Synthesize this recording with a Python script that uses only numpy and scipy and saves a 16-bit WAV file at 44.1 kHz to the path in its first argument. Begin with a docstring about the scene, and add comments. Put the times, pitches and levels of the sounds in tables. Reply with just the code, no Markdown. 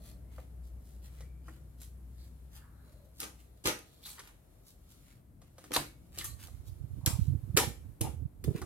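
"""A lawn beside a low hedge and a paved yard. A half-moon edger is trodden into the turf: soil and
roots crunch in showers of small fractures, clods thud, grit rasps on the ringing blade, and it is
levered out through grass and leaves. Shaft and sandals knock, and the yard reflects each sound as a
short bright tail. Over the hum of the town a far engine idles at first; towards the end, turbulent
wind buffets the microphone, mostly at its right port."""
import sys
import numpy as np
from scipy import signal
from scipy.fft import rfft, irfft, next_fast_len
from scipy.io import wavfile
from scipy.ndimage import uniform_filter1d

SR = 44100
rng = np.random.default_rng(int(sys.argv[2]) if len(sys.argv) > 2 else 0)


def store_wav(level_fs):
    """Save 16-bit WAV to argv[1]."""
    pcm = np.round(np.clip(np.atleast_2d(level_fs), -1, 1) * 32767)
    wavfile.write(sys.argv[1], SR, pcm.T.astype(np.int16))


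N = 381465
TIME = np.arange(N) / SR

# Event levels are relative: filters and reflections act on them afterwards.
# thrusts through turf: (time [s], length [s], soil [dB], roots [dB], grass [dB], clod's thud [Hz])
THRUSTS = [(1.816, 0.0027, -76, -67, -51.5, 320), (3.193, 0.027, -57.5, -51.5, -44, 320),
           (3.226, 0.01, -48.5, -48, -44.5, 312), (3.638, 0.01, -59.5, -54, -46, 318),
           (3.652, 0.016, -37, -33.5, -30.5, 334), (3.678, 0.012, -37.5, -39, -37.5, 478),
           (4.056, 0.011, -72, -60, -46.5, 320), (5.706, 0.0022, -45, -60, -62, 292),
           (5.717, 0.0014, -49.5, -47, -44, 292), (5.73, 0.018, -51, -39.5, -31, 320),
           (5.762, 0.0028, -35, -39, -55, 296), (6.181, 0.0044, -58, -52, -46, 338),
           (6.239, 0.013, -65, -55.5, -36.5, 315), (7.0618, 0.01, -41.5, -40.5, -40, 323),
           (7.566, 0.0063, -33, -31.5, -23.5, 353), (7.588, 0.025, -38.5, -45, -42, 534),
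           (8.009, 0.0016, -37, -49, -35.5, 328), (8.029, 0.022, -49, -55.5, -63.5, 344)]
# knocks of shaft, foot rest and sandals:
# (time [s], shaft [dB], strongest ring [Hz], click [dB], sole's thud [dB], sole's thud [Hz])
IMPACTS = [(0.382, -42.5, 700, -65, -79, 312), (1.206, -54, 1000, -50, -59.5, 494),
           (1.482, -44, 1490, -53.5, -53, 323), (4.193, -51, 1300, -40.5, -64, 395),
           (5.417, -57, 803, -56, -77, 525), (5.582, -48, 890, -48.5, -67, 333),
           (5.64, -50, 1500, -48, -55.5, 324), (6.174, -50.5, 600, -62, -52.5, 345),
           (6.482, -53.5, 900, -64, -72, 447), (8.616, -37, 1230, -40, -42, 340)]
# spectra of tearing turf and of brushed leaves: (frequency [Hz], gain [dB])
TURF_SPECTRUM = [(100, 0), (300, 0), (520, -1), (660, -6), (850, 0), (1100, 1), (2000, 0), (3500, 0),
                 (5500, -1), (7500, -1), (10500, 1.5), (12500, -1), (14500, -8), (16000, -14)]
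LEAF_SPECTRUM = [(200, -4), (1000, 0), (2000, 0), (3000, -1), (4200, 0), (5500, -2), (8500, 0), (12500, 0),
                 (16000, -7)]


def undb(db):
    """Decibels to amplitude ratio."""
    return 10 ** (np.asarray(db) / 20)


def unit(x):
    """Normalise to rms 1."""
    return x / np.sqrt(np.mean(x ** 2))


def curves(table):
    """Interpolate each column of a table over the times in its first."""
    times, *columns = np.transpose(table)
    return [np.interp(TIME, times, column) for column in columns]


def add(track, s, sound):
    """Superpose a sound on a track from time s."""
    start = max(int(s * SR), 0)
    track[..., start:start + sound.shape[-1]] += sound[..., :max(N - start, 0)]


def band(x, lo_hz, hi_hz):
    """Causal band-pass filter."""
    edges = [lo_hz, min(hi_hz, SR / 2 - 1000)]
    return signal.sosfilt(signal.butter(3, edges, "band", fs=SR, output="sos"), x)


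def colour(x, spectrum):
    """Spectral shaping by points of (frequency [Hz], gain [dB])."""
    hz, db = np.transpose(spectrum)
    bins_hz = np.maximum(np.fft.rfftfreq(N, 1 / SR), 1)
    return irfft(rfft(x) * undb(np.interp(np.log(bins_hz), np.log(hz), db)), N)


def whiten(x, width_hz=500):
    """Flatten the broad spectral humps of a short burst, keeping its fine structure."""
    size = x.shape[-1]
    padded = next_fast_len(size + 1024)
    spectrum = rfft(x, padded)
    power = uniform_filter1d(abs(spectrum) ** 2, max(int(width_hz * padded / SR), 1))
    return irfft(spectrum / np.sqrt(power + 1e-18), padded)[..., :size]


def ring(x, modes):
    """Forced response of parallel resonators: (frequency [Hz], bandwidth [Hz], gain [dB])."""
    return sum(undb(db) * signal.lfilter(*signal.iirpeak(hz, hz / width, fs=SR), x)
               for hz, width, db in modes)


def struck(hz, t60):
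    """Free vibration of one damped mode, falling 60 dB in t60 seconds."""
    t = TIME[:SR // 2]
    return np.sin(2 * np.pi * hz * t) * np.exp(-np.log(1000) * t / t60)


def walk(per_s):
    """Smooth random fluctuation of rms 1."""
    span = int(SR / per_s)
    stairs = np.repeat(rng.standard_normal(N // span + 1), span)
    return unit(uniform_filter1d(uniform_filter1d(stairs, span), span)[:N])


def crackle(per_s, spread_db):
    """Poisson impulses: a positive spread makes a few stand out, a negative one makes a few faint."""
    sizes = undb(spread_db * np.minimum(rng.exponential(size=N), 4))
    return unit((rng.random(N) < per_s / SR) * rng.choice([-1, 1], N) * sizes)


def burst(x, db, seconds):
    """Give a transient the energy of a level held for so many seconds."""
    return x * undb(db) * np.sqrt(seconds * SR / (np.sum(x ** 2) + 1e-18))


def stereo_noise(spectrum, shared):
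    """Partly coherent coloured noise: the two ports have this share of its power in common."""
    common = np.sqrt(shared) * rng.standard_normal(N)
    separate = np.sqrt(1 - shared) * rng.standard_normal((2, N))
    return unit(colour(common + separate, spectrum))


def swell(t, centre_s, half_s):
    """Gaussian envelope."""
    return np.exp(-.5 * np.minimum(((t - centre_s) / half_s) ** 2, 100))


def noise_swells(table):
    """Bands of noise, each under a Gaussian envelope."""
    noise = rng.standard_normal(N)
    return sum(unit(band(noise, hz - width / 2, hz + width / 2)) * undb(db) * swell(TIME, s, half)
               for s, half, hz, width, db in table)


def yard(x, scatter_db, tail_db, t60=0.29, late_db=-21, late_t60=0.55, build_s=0.0015, scatter_s=0.0014):
    """Reverberation: direct sound, scatter off paving, a dense tail between walls, a faint late one."""
    t = TIME[:SR // 2]
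    decays = [(scatter_db, np.exp(-t / scatter_s)),
              (tail_db, (1 - np.exp(-t / build_s)) * np.exp(-np.log(1000) * t / t60)),
              (tail_db + late_db, np.exp(-np.log(1000) * t / late_t60))]
    envelope = np.sqrt(sum((undb(db) * decay) ** 2 / np.sum(decay ** 2) for db, decay in decays))
    mid, side = envelope * rng.standard_normal((2, len(t)))
    # long waves, below 600 Hz, reach both ports alike
    side = signal.sosfilt(signal.butter(1, 600, "high", fs=SR, output="sos"), side)
    response = np.array([mid + side, mid - side]) / np.sqrt(2)
    # the tool stands a little to the right: direct sound reaches the left port 3 samples later
    response[[0, 1], [3, 0]] += 1
    return signal.fftconvolve(x[None], whiten(response), axes=1)[:, :N]


def engine(firing_hz=61.8, waver_db=2):
    """Periodic firing makes a series of partials; only the lowest carry this far, and they fade away."""
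    # loudness of the idling engine: (time [s], level [dB])
    fade = [(0, -50.5), (1.3, -48), (2.4, -48), (2.7, -57), (3.4, -59), (4.4, -80.5)]
    # its partials: (order [multiple of the firing rate], relative level [dB])
    orders = [(1, -0.5), (1.5, -20.5), (2, -19), (2.5, -21)]
    level_db, = curves(fade)
    phase = 2 * np.pi * np.cumsum(firing_hz * (1 + 0.016 * walk(15))) / SR
    partials = sum(undb(db + waver_db * walk(9.8)) * np.sin(order * phase) for order, db in orders)
    return unit(partials) * undb(level_db)


def town():
    """Ambient noise wavers gently: rumble nearly coherent at the two ports, traffic and hiss diffuse."""
    # the neighbourhood grows a little quieter: (time [s], rumble [dB], traffic [dB], hiss [dB])
    levels = [(0, -54, -66, -71), (2.7, -57.5, -71, -72), (4.3, -61, -69, -73.5), (5.3, -58, -73.5, -74.5),
              (5.8, -56, -68.5, -74.5), (7.5, -57.5, -70, -69.5), (8.3, -57, -69.5, -75)]
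    # spectra of the three noises: (frequency [Hz], relative density [dB])
    rumble_spectrum = [(20, -24.5), (32, -21.5), (45, 7.5), (90, 0.5), (150, -2), (220, -9.5), (330, -13),
                       (500, -38.5), (900, -59.5)]
    traffic_spectrum = [(200, 2), (400, 5), (650, 3), (1000, -10.5), (2000, -16.5), (4000, -36),
                        (8000, -42.5)]
    hiss_spectrum = [(1000, 4.5), (3000, -6), (6000, -8.5), (9000, -2.5), (12500, 1), (16000, -10)]
    rumble_db, traffic_db, hiss_db = curves(levels)
    rumble = stereo_noise(rumble_spectrum, shared=0.92) * undb(rumble_db + walk(6.2))
    traffic = stereo_noise(traffic_spectrum, shared=0.11) * undb(traffic_db + 0.81 * walk(27))
    hiss = stereo_noise(hiss_spectrum, shared=0.095) * undb(hiss_db + 0.94 * walk(2.3))
    return rumble + traffic + hiss


def leaf_stir(swing_db=3):
    """Dense, tiny impulses from leaves and grass around the feet merge into a faint rustle."""
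    # leaves stir between strokes and settle in the pauses: (time [s], relative level [dB])
    levels = [(0, -82), (1.3, -84), (1.6, -79.5), (4.3, -80), (4.45, -77), (4.9, -75.5), (5.14, -74),
              (5.22, -95.5), (5.38, -94.5), (5.5, -79.5), (7.7, -75), (8.3, -105), (8.5, -64)]
    db, = curves(levels)
    grains = colour(crackle(per_s=8000, spread_db=-3.5), LEAF_SPECTRUM)
    rustle = unit(band(grains, 900, SR / 2)) * undb(db + 0.5 + swing_db * walk(10))
    return yard(rustle, scatter_db=9.5, tail_db=-2.5)


def far_calls():
    """Propagation over a distance blurs each faint call into a narrow-band swell."""
    # calls: (centre time [s], half length [s], frequency [Hz], bandwidth [Hz], level [dB])
    calls = [(0.076, 0.056, 4200, 400, -73), (.08, 0.08, 636, 120, -70.5), (0.353, 0.063, 2090, 200, -80),
             (1.217, 0.023, 2000, 200, -69), (1.28, 0.094, 2320, 160, -78), (2.999, 0.09, 574, 125, -69)]
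    return noise_swells(calls)


def brushes(stems_hz=800, leaves_hz=3200):
    """Friction: stems bend and leaves slide past in swells of crackle, each with its own reflections."""
    # steel and legs pass through grass and hedge:
    # (centre time [s], half length [s], stems [dB], leaves [dB])
    passes = [(0.069, 0.039, -67.5, -59.5), (0.372, 0.043, -67, -66.5), (0.664, 0.022, -88, -66),
              (0.902, 0.058, -79, -68.5), (1.05, 0.018, -64, -58), (1.164, 0.065, -67.5, -65),
              (1.515, 0.045, -67.5, -65.5), (1.831, 0.023, -67, -55.5), (2.225, 0.047, -74, -66.5),
              (2.556, 0.021, -60.5, -55), (2.91, 0.059, -77, -71), (3.048, 0.012, -99, -70),
              (3.208, 0.032, -71, -58.5), (3.397, 0.042, -71, -68), (3.574, 0.0059, -76, -69),
              (3.93, 0.093, -80, -70.5), (4.091, .035, -58, -48.5), (4.225, 0.058, -59.5, -61),
              (4.684, 0.023, -74, -59), (4.915, 0.018, -71.5, -60.5), (5.1, 0.056, -71, -69.5),
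              (5.453, 0.025, -72.5, -73), (5.642, 0.039, -65.5, -64.5), (6.194, 0.037, -56, -53),
              (6.427, 0.021, -56.5, -52), (6.53, 0.063, -74.5, -70), (6.678, 0.014, -72, -56),
              (6.797, 0.0097, -87, -83), (6.921, 0.0064, -87, -81), (7.21, 0.064, -68.5, -60.5),
              (8.569, 0.018, -53.5, -56)]
    grains = colour(crackle(per_s=2400, spread_db=5.5), LEAF_SPECTRUM)
    stems = unit(band(grains, stems_hz, leaves_hz))
    leaves = unit(band(grains, leaves_hz, SR / 2))
    out = np.zeros((2, N))
    for s, half, stems_db, leaves_db in passes:
        near = np.flatnonzero(abs(TIME - s) < 3 * half)
        rustle = undb(stems_db) * stems[near] + undb(leaves_db) * leaves[near]
        add(out, TIME[near[0]], yard(rustle * swell(TIME[near], s, half), scatter_db=10.5, tail_db=6))
    return out


def knocks(contact_s=0.01, hold_s=0.0024):
    """Impact excitation: a chattering contact clicks and rings the shaft; its place weights the modes."""
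    # modes of the wooden shaft: (frequency [Hz], bandwidth [Hz], gain [dB])
    shaft_modes = [(316, 61, -4.5), (524, 69, 6.5), (720, 240, 1), (1050, 44, -4.5), (1160, 93, -1.5),
                   (1366, 340, -13), (1740, 160, -6.5), (2253, 81, -16)]
    out, t = np.zeros(N), TIME[:SR // 10]
    for s, shaft_db, strongest_hz, click_db, _, _ in IMPACTS:
        contact = whiten(rng.standard_normal(len(t)) * np.exp(-t / contact_s))
        broad_peak = [(strongest_hz, strongest_hz, 0)]
        wood = ring(ring(contact, shaft_modes), broad_peak)
        click = band(contact, 1900, 10600)
        add(out, s, burst(wood, shaft_db, hold_s) + burst(click, click_db, hold_s))
    return yard(out, scatter_db=-8, tail_db=-8)


def thuds(t60=0.066, hold_s=0.036, clod_vs_soil_db=-1.5):
    """Clods and soles landing on springy turf act as heavily damped mass-spring oscillators."""
    clods = [(s, hz, soil_db + clod_vs_soil_db) for s, _, soil_db, _, _, hz in THRUSTS]
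    soles = [(s, hz, db) for s, _, _, _, db, hz in IMPACTS]
    out = np.zeros((2, N))
    for s, hz, db in clods + soles:
        add(out, s, burst(yard(struck(hz, t60), scatter_db=-14.5, tail_db=4.5), db, hold_s))
    return out


def pings(hold_s=0.05, detuning=0.007):
    """Beats: the blade rings on in three close modes that interfere."""
    # the steel strikes grit or comes free: (time [s], frequency [Hz], t60 [s], level [dB])
    strikes = [(1.482, 1423, .45, -68), (3.659, 6060, 0.11, -44), (3.661, 4100, 0.24, -45),
               (5.79, 2230, 0.34, -50), (6.244, 1146, 0.39, -55.5), (6.243, 1830, .25, -57),
               (7.06, 7550, 0.078, -36.5), (7.572, 1814, .25, -40.5), (7.572, 2357, 0.17, -37.5),
               (7.572, 12330, 0.15, -41.5), (8.013, 10970, .04, -40.5), (8.013, 2370, .25, -58)]
    out = np.zeros((2, N))
    for s, hz, t60, db in strikes:
        offsets = np.arange(-1, 2) + .3 * rng.standard_normal(3)
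        modes = sum(struck(hz * (1 + detuning * k), t60) / (1 + abs(k)) for k in offsets)
        add(out, s, burst(yard(modes, scatter_db=-3, tail_db=-3), db, hold_s))
    return out


def cuts(soil_hz=125, roots_hz=700, grass_hz=3000, fibres_hz=6500, hold_s=0.019, ring_db=-5):
    """Fracture noise: soil, roots and grass break coarsely, the finest fibres tear finely at the top, and the
    blade resonates."""
    # modes of blade and socket: (frequency [Hz], bandwidth [Hz], gain [dB])
    blade_modes = [(330, 34, 3), (484, 48, 4.5), (805, 100, 4.5), (1240, 110, 7), (1780, 30, -3.5),
                   (2230, 110, -3), (6100, 240, -5.5), (13400, 200, -6)]
    crumble_db, crumble_s = -22, 0.035
    out, t = np.zeros((2, N)), TIME[:SR // 6]
    fractures = crackle(per_s=5400, spread_db=4.5)
    breaks = crackle(per_s=700, spread_db=3.5) + undb(-9) * fractures
    for s, length, soil_db, roots_db, grass_db, _ in THRUSTS:
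        # a slower thrust takes longer to bite; loosened crumbs go on breaking after it
        bite = 1 - np.exp(-t / (0.38 * length))
        release = np.exp(-(t / (1.57 * length)) ** 1.7)
        push = bite * (release + undb(crumble_db) * np.exp(-t / crumble_s))
        coarse, fine = (whiten(np.roll(x, -int(s * SR))[:len(t)] * push) for x in (breaks, fractures))
        # the more grass against roots, the finer the fibres and the brighter the cut
        fibres = undb(grass_db - roots_db - 10.5) * band(fine, fibres_hz, SR / 2)
        soil = burst(band(coarse, soil_hz, roots_hz), soil_db, length + hold_s)
        roots = burst(band(coarse, roots_hz, grass_hz), roots_db, length + hold_s)
        grass = burst(band(coarse, grass_hz, fibres_hz) + fibres, grass_db, length + hold_s)
        add(out, s, yard(soil + roots + grass, scatter_db=6.5, tail_db=3.5))
    out = colour(out, TURF_SPECTRUM)
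    return out + undb(ring_db) * ring(out, blade_modes)


def steel_plate(x, count=96, width_hz=20):
    """A thin plate has even modal density: the blade's many modes colour whatever breaks against it."""
    modes_hz = 1400 + 12500 * (np.arange(count) + rng.random(count)) / count
    return undb(-2) * (x + ring(x, [(hz, width_hz, -2) for hz in modes_hz]))


def slides():
    """Sliding friction: damp soil rubs evenly along the buried blade as it is leant on."""
    # slides: (centre time [s], half length [s], frequency [Hz], bandwidth [Hz], level [dB])
    rubs = [(2.215, 0.023, 4230, 1000, -68), (2.623, 0.056, 1320, 805, -66.5), (2.82, .09, 1270, 700, -72),
            (2.894, 0.101, 4030, 700, -79), (3.882, 0.19, 3900, 1390, -73)]
    return yard(noise_swells(rubs), scatter_db=-0.5, tail_db=-0.5)


def snaps(crack_s=0.00072, hold_s=0.0052):
    """Brittle fracture: a taut fibre releases its strain in a broadband pulse of a few milliseconds."""
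    # single roots and twigs part: (time [s], lowest frequency [Hz], level [dB])
    partings = [(3.203, 3800, -30.5), (3.237, 4000, -43), (3.659, 700, -32), (3.673, 700, -24),
                (3.682, 700, -41), (3.687, 600, -33), (3.791, 1000, -49), (4.040, 2590, -52),
                (4.057, 3030, -53), (4.247, 800, -64), (4.276, 890, -51.5), (5.736, 1000, -41),
                (5.741, 1000, -35), (5.765, 800, -24), (6.176, 990, -47), (6.187, 3060, -30),
                (6.199, 1500, -47), (6.213, 1000, -42), (6.222, 1300, -44), (6.244, 1000, -43),
                (6.254, 1200, -45), (6.472, 2940, -48), (7.062, 3800, -19), (7.076, 2480, -30),
                (7.573, 1500, -15), (7.579, 1190, -23.5), (7.587, 900, -27), (7.6, 1000, -29),
                (8.014, 2500, -31.5)]
    out, t = np.zeros((2, N)), TIME[:SR // 40]
    for s, lowest_hz, db in partings:
        pulse = whiten(rng.standard_normal(len(t)) * np.exp(-t / crack_s))
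        crack = burst(band(pulse, lowest_hz, SR / 2), db, hold_s)
        add(out, s, yard(crack, scatter_db=-2, tail_db=-3))
    return colour(out, TURF_SPECTRUM)


def ground(hold_s=0.057):
    """Full body weight excites the low, damped modes of the earth in a dull thump."""
    # the blade is driven home: (time [s], level [dB])
    treads = [(3.657, -42.5), (5.774, -44), (7.57, -39)]
    # modes of the earth under it: (frequency [Hz], t60 [s], relative level [dB])
    earth_modes = [(66, 0.18, 0), (104, .12, 3), (135, .12, 1), (236, .1, -8)]
    out = np.zeros(N)
    thump = sum(undb(db) * struck(hz, t60) for hz, t60, db in earth_modes)
    for s, db in treads:
        add(out, s, burst(yard(thump, scatter_db=-16.5, tail_db=3.5).mean(axis=0), db, hold_s))
    return out


def scrapes(catch_db=4, catches_per_s=170):
    """Stick-slip friction: grit jerks along the steel, and the opening slot sounds hollow."""
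    # rasps: (centre time [s], half length [s], frequency [Hz], bandwidth [Hz], level [dB])
    rasps = [(4.038, 0.003, 3900, 1200, -54), (4.062, 0.0085, 3960, 1100, -47),
             (4.103, 0.01, 4250, 500, -57), (4.11, 0.016, 8350, 1800, -54),
             (4.195, 0.0085, 1490, 1020, -50), (5.747, 0.0074, 4070, 900, -35),
             (5.765, 0.0023, 4100, 1500, -24), (5.767, 0.007, 860, 490, -32),
             (5.763, .003, 1740, 1120, -32), (5.797, 0.02, 840, 510, -43), (6.204, 0.0093, 3800, 1990, -44),
             (6.216, 0.0025, 1610, 900, -46), (6.224, 0.011, 1870, 400, -49.5),
             (6.26, 0.0097, 7940, 1500, -48), (6.3, 0.021, 4220, 504, -59), (7.108, 0.039, 774, 507, -52.5),
             (7.579, 0.007, 490, 170, -27), (7.585, 0.034, 256, 110, -36.5),
             (7.586, 0.0092, 1710, 1200, -34), (7.616, 0.018, 870, 220, -36),
             (8.056, 0.022, 782, 257, -44.5)]
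    grit = crackle(per_s=1400, spread_db=3) * undb(catch_db * walk(catches_per_s))
    out = np.zeros(N)
    for s, half, hz, width, db in rasps:
        near = np.flatnonzero(abs(TIME - s) < 4 * half)
        rasp = band(grit[near], hz - width / 2, hz + width / 2) * swell(TIME[near], s, half)
        add(out, TIME[near[0]], burst(rasp, db, np.sqrt(np.pi) * half))
    return yard(out, scatter_db=7.5, tail_db=-3)


def wind(rumble_db=-2, puffs_db=-4, fine_db=-13, strong_db=-30, flutter_db=6, left_db=-14):
    """Turbulent pressure at the ports comes in puffs and one-cycle thumps; the left one is sheltered."""
    # gusts build and die away: (peak time [s], rise [s], fall [s], level [dB])
    gusts = [(7.27, .4, .3, -38), (7.63, .07, .07, -40), (8.015, .0084, .12, -37), (8.49, .05, .1, -35)]
    # spectra of large eddies and of fine ones: (frequency [Hz], relative density [dB])
    large_spectrum = [(20, -40), (45, -5.5), (70, 0.5), (115, -3), (170, -19), (250, -21.5), (400, -30),
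                      (900, -68), (3000, -89.5)]
    fine_spectrum = [(60, -20.5), (150, 2.5), (250, 2.5), (400, -16.5), (900, -37), (3000, -61.5)]
    # the strongest eddies slap the port: (time [s], frequency [Hz], peak level [dB])
    buffets = [(6.339, 77, -34.5), (6.601, 74.6, -33), (6.696, 96.5, -32), (6.724, 95, -33.5),
               (6.812, 99, -29.5), (6.844, 117.5, -29), (6.912, 85.5, -31.5), (6.938, 100.4, -28),
               (7.039, 112, -28), (7.076, 240, -28), (7.078, 115, -17.5), (7.108, 166, -26.5),
               (7.137, 95, -20.5), (7.158, 99, -25), (7.194, 146, -17), (7.222, 79, -17),
               (7.285, 113, -15.5), (7.302, 105, -18.5), (7.325, 95.3, -20), (7.355, 100, -18.5),
               (7.387, 85, -31), (7.438, 103, -26), (7.504, 99, -25), (7.549, 135, -17.5),
               (7.676, 125, -24.5), (8.018, 99, -18.5), (8.052, 125, -25.5), (8.142, 109.6, -29.5),
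               (8.258, 118.5, -23), (8.48, 141, -20.5), (8.49, 115, -18.5), (8.511, 141, -21.5),
               (8.555, 146, -23)]
    force = sum(undb(db) * np.exp(np.minimum((TIME - s) / rise, (s - TIME) / fall))
                for s, rise, fall, db in gusts)
    force *= undb(flutter_db * walk(28))
    puffs = np.array([unit(colour(crackle(per_s=46, spread_db=-4), large_spectrum)) for _ in range(2)])
    # fine eddies gain on the rumble as a gust grows strong
    fine = stereo_noise(fine_spectrum, shared=0.085) * undb(fine_db) * np.sqrt(force / undb(strong_db))
    rumble = stereo_noise(large_spectrum, shared=1) * undb(rumble_db)
    out = (rumble + puffs * undb(puffs_db) + fine) * force
    t = TIME[:SR // 10] - 1 / 20
    for s, hz, peak_db in buffets:
        wave = np.cos(2 * np.pi * (hz * t + rng.random((2, 1))))
        add(out, s + t[0], undb(peak_db) * np.exp(-2 * (t * hz) ** 2) * wave)
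    return out * undb([[left_db], [0]])


def wind_thumps(decay_s=0.0056, hold_s=0.018):
    """Pressure pulses of wind buffet the microphone in dull thumps, some with a brief grassy rustle."""
    # buffets of the last gust: (time [s], thump [dB], rustle [dB])
    buffets = [(8.440, -38.5, -44), (8.477, -30, -68), (8.487, -42.5, -73), (8.506, -43, -69),
               (8.546, -37.5, -80), (8.553, -41, -80), (8.581, -49, -64), (8.592, -48, -63)]
    out, t = np.zeros(N), TIME[:SR // 12]
    for s, thump_db, rustle_db in buffets:
        pulse = whiten(rng.standard_normal(len(t)) * np.exp(-t / decay_s))
        thump = burst(band(pulse, 150, 380), thump_db, hold_s)
        rustle = burst(band(pulse, 1000, SR / 2), rustle_db, hold_s)
        add(out, s, thump + rustle)
    return yard(colour(out, LEAF_SPECTRUM), scatter_db=4.5, tail_db=-1)


def scene(left_db=1.17):
    """Superposition of the edging work, the wind and a background that lies a little to the left."""
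    background = (engine() + town() + far_calls()) * undb([[left_db], [-left_db]])
    digging = steel_plate(cuts() + snaps()) + thuds() + ground() + pings()
    rubbing = brushes() + leaf_stir() + scrapes() + slides()
    return digging + rubbing + knocks() + wind_thumps() + wind() + background


def record(dry, bass_hz=33, top_hz=15900):
    """Band limiting: the microphone loses the deepest bass and the highest treble."""
    high_passed = signal.sosfilt(signal.butter(3, bass_hz, "high", fs=SR, output="sos"), dry)
    return signal.sosfilt(signal.ellip(10, .2, 80, top_hz, fs=SR, output="sos"), high_passed)


dry = scene()
out = record(dry)
store_wav(out)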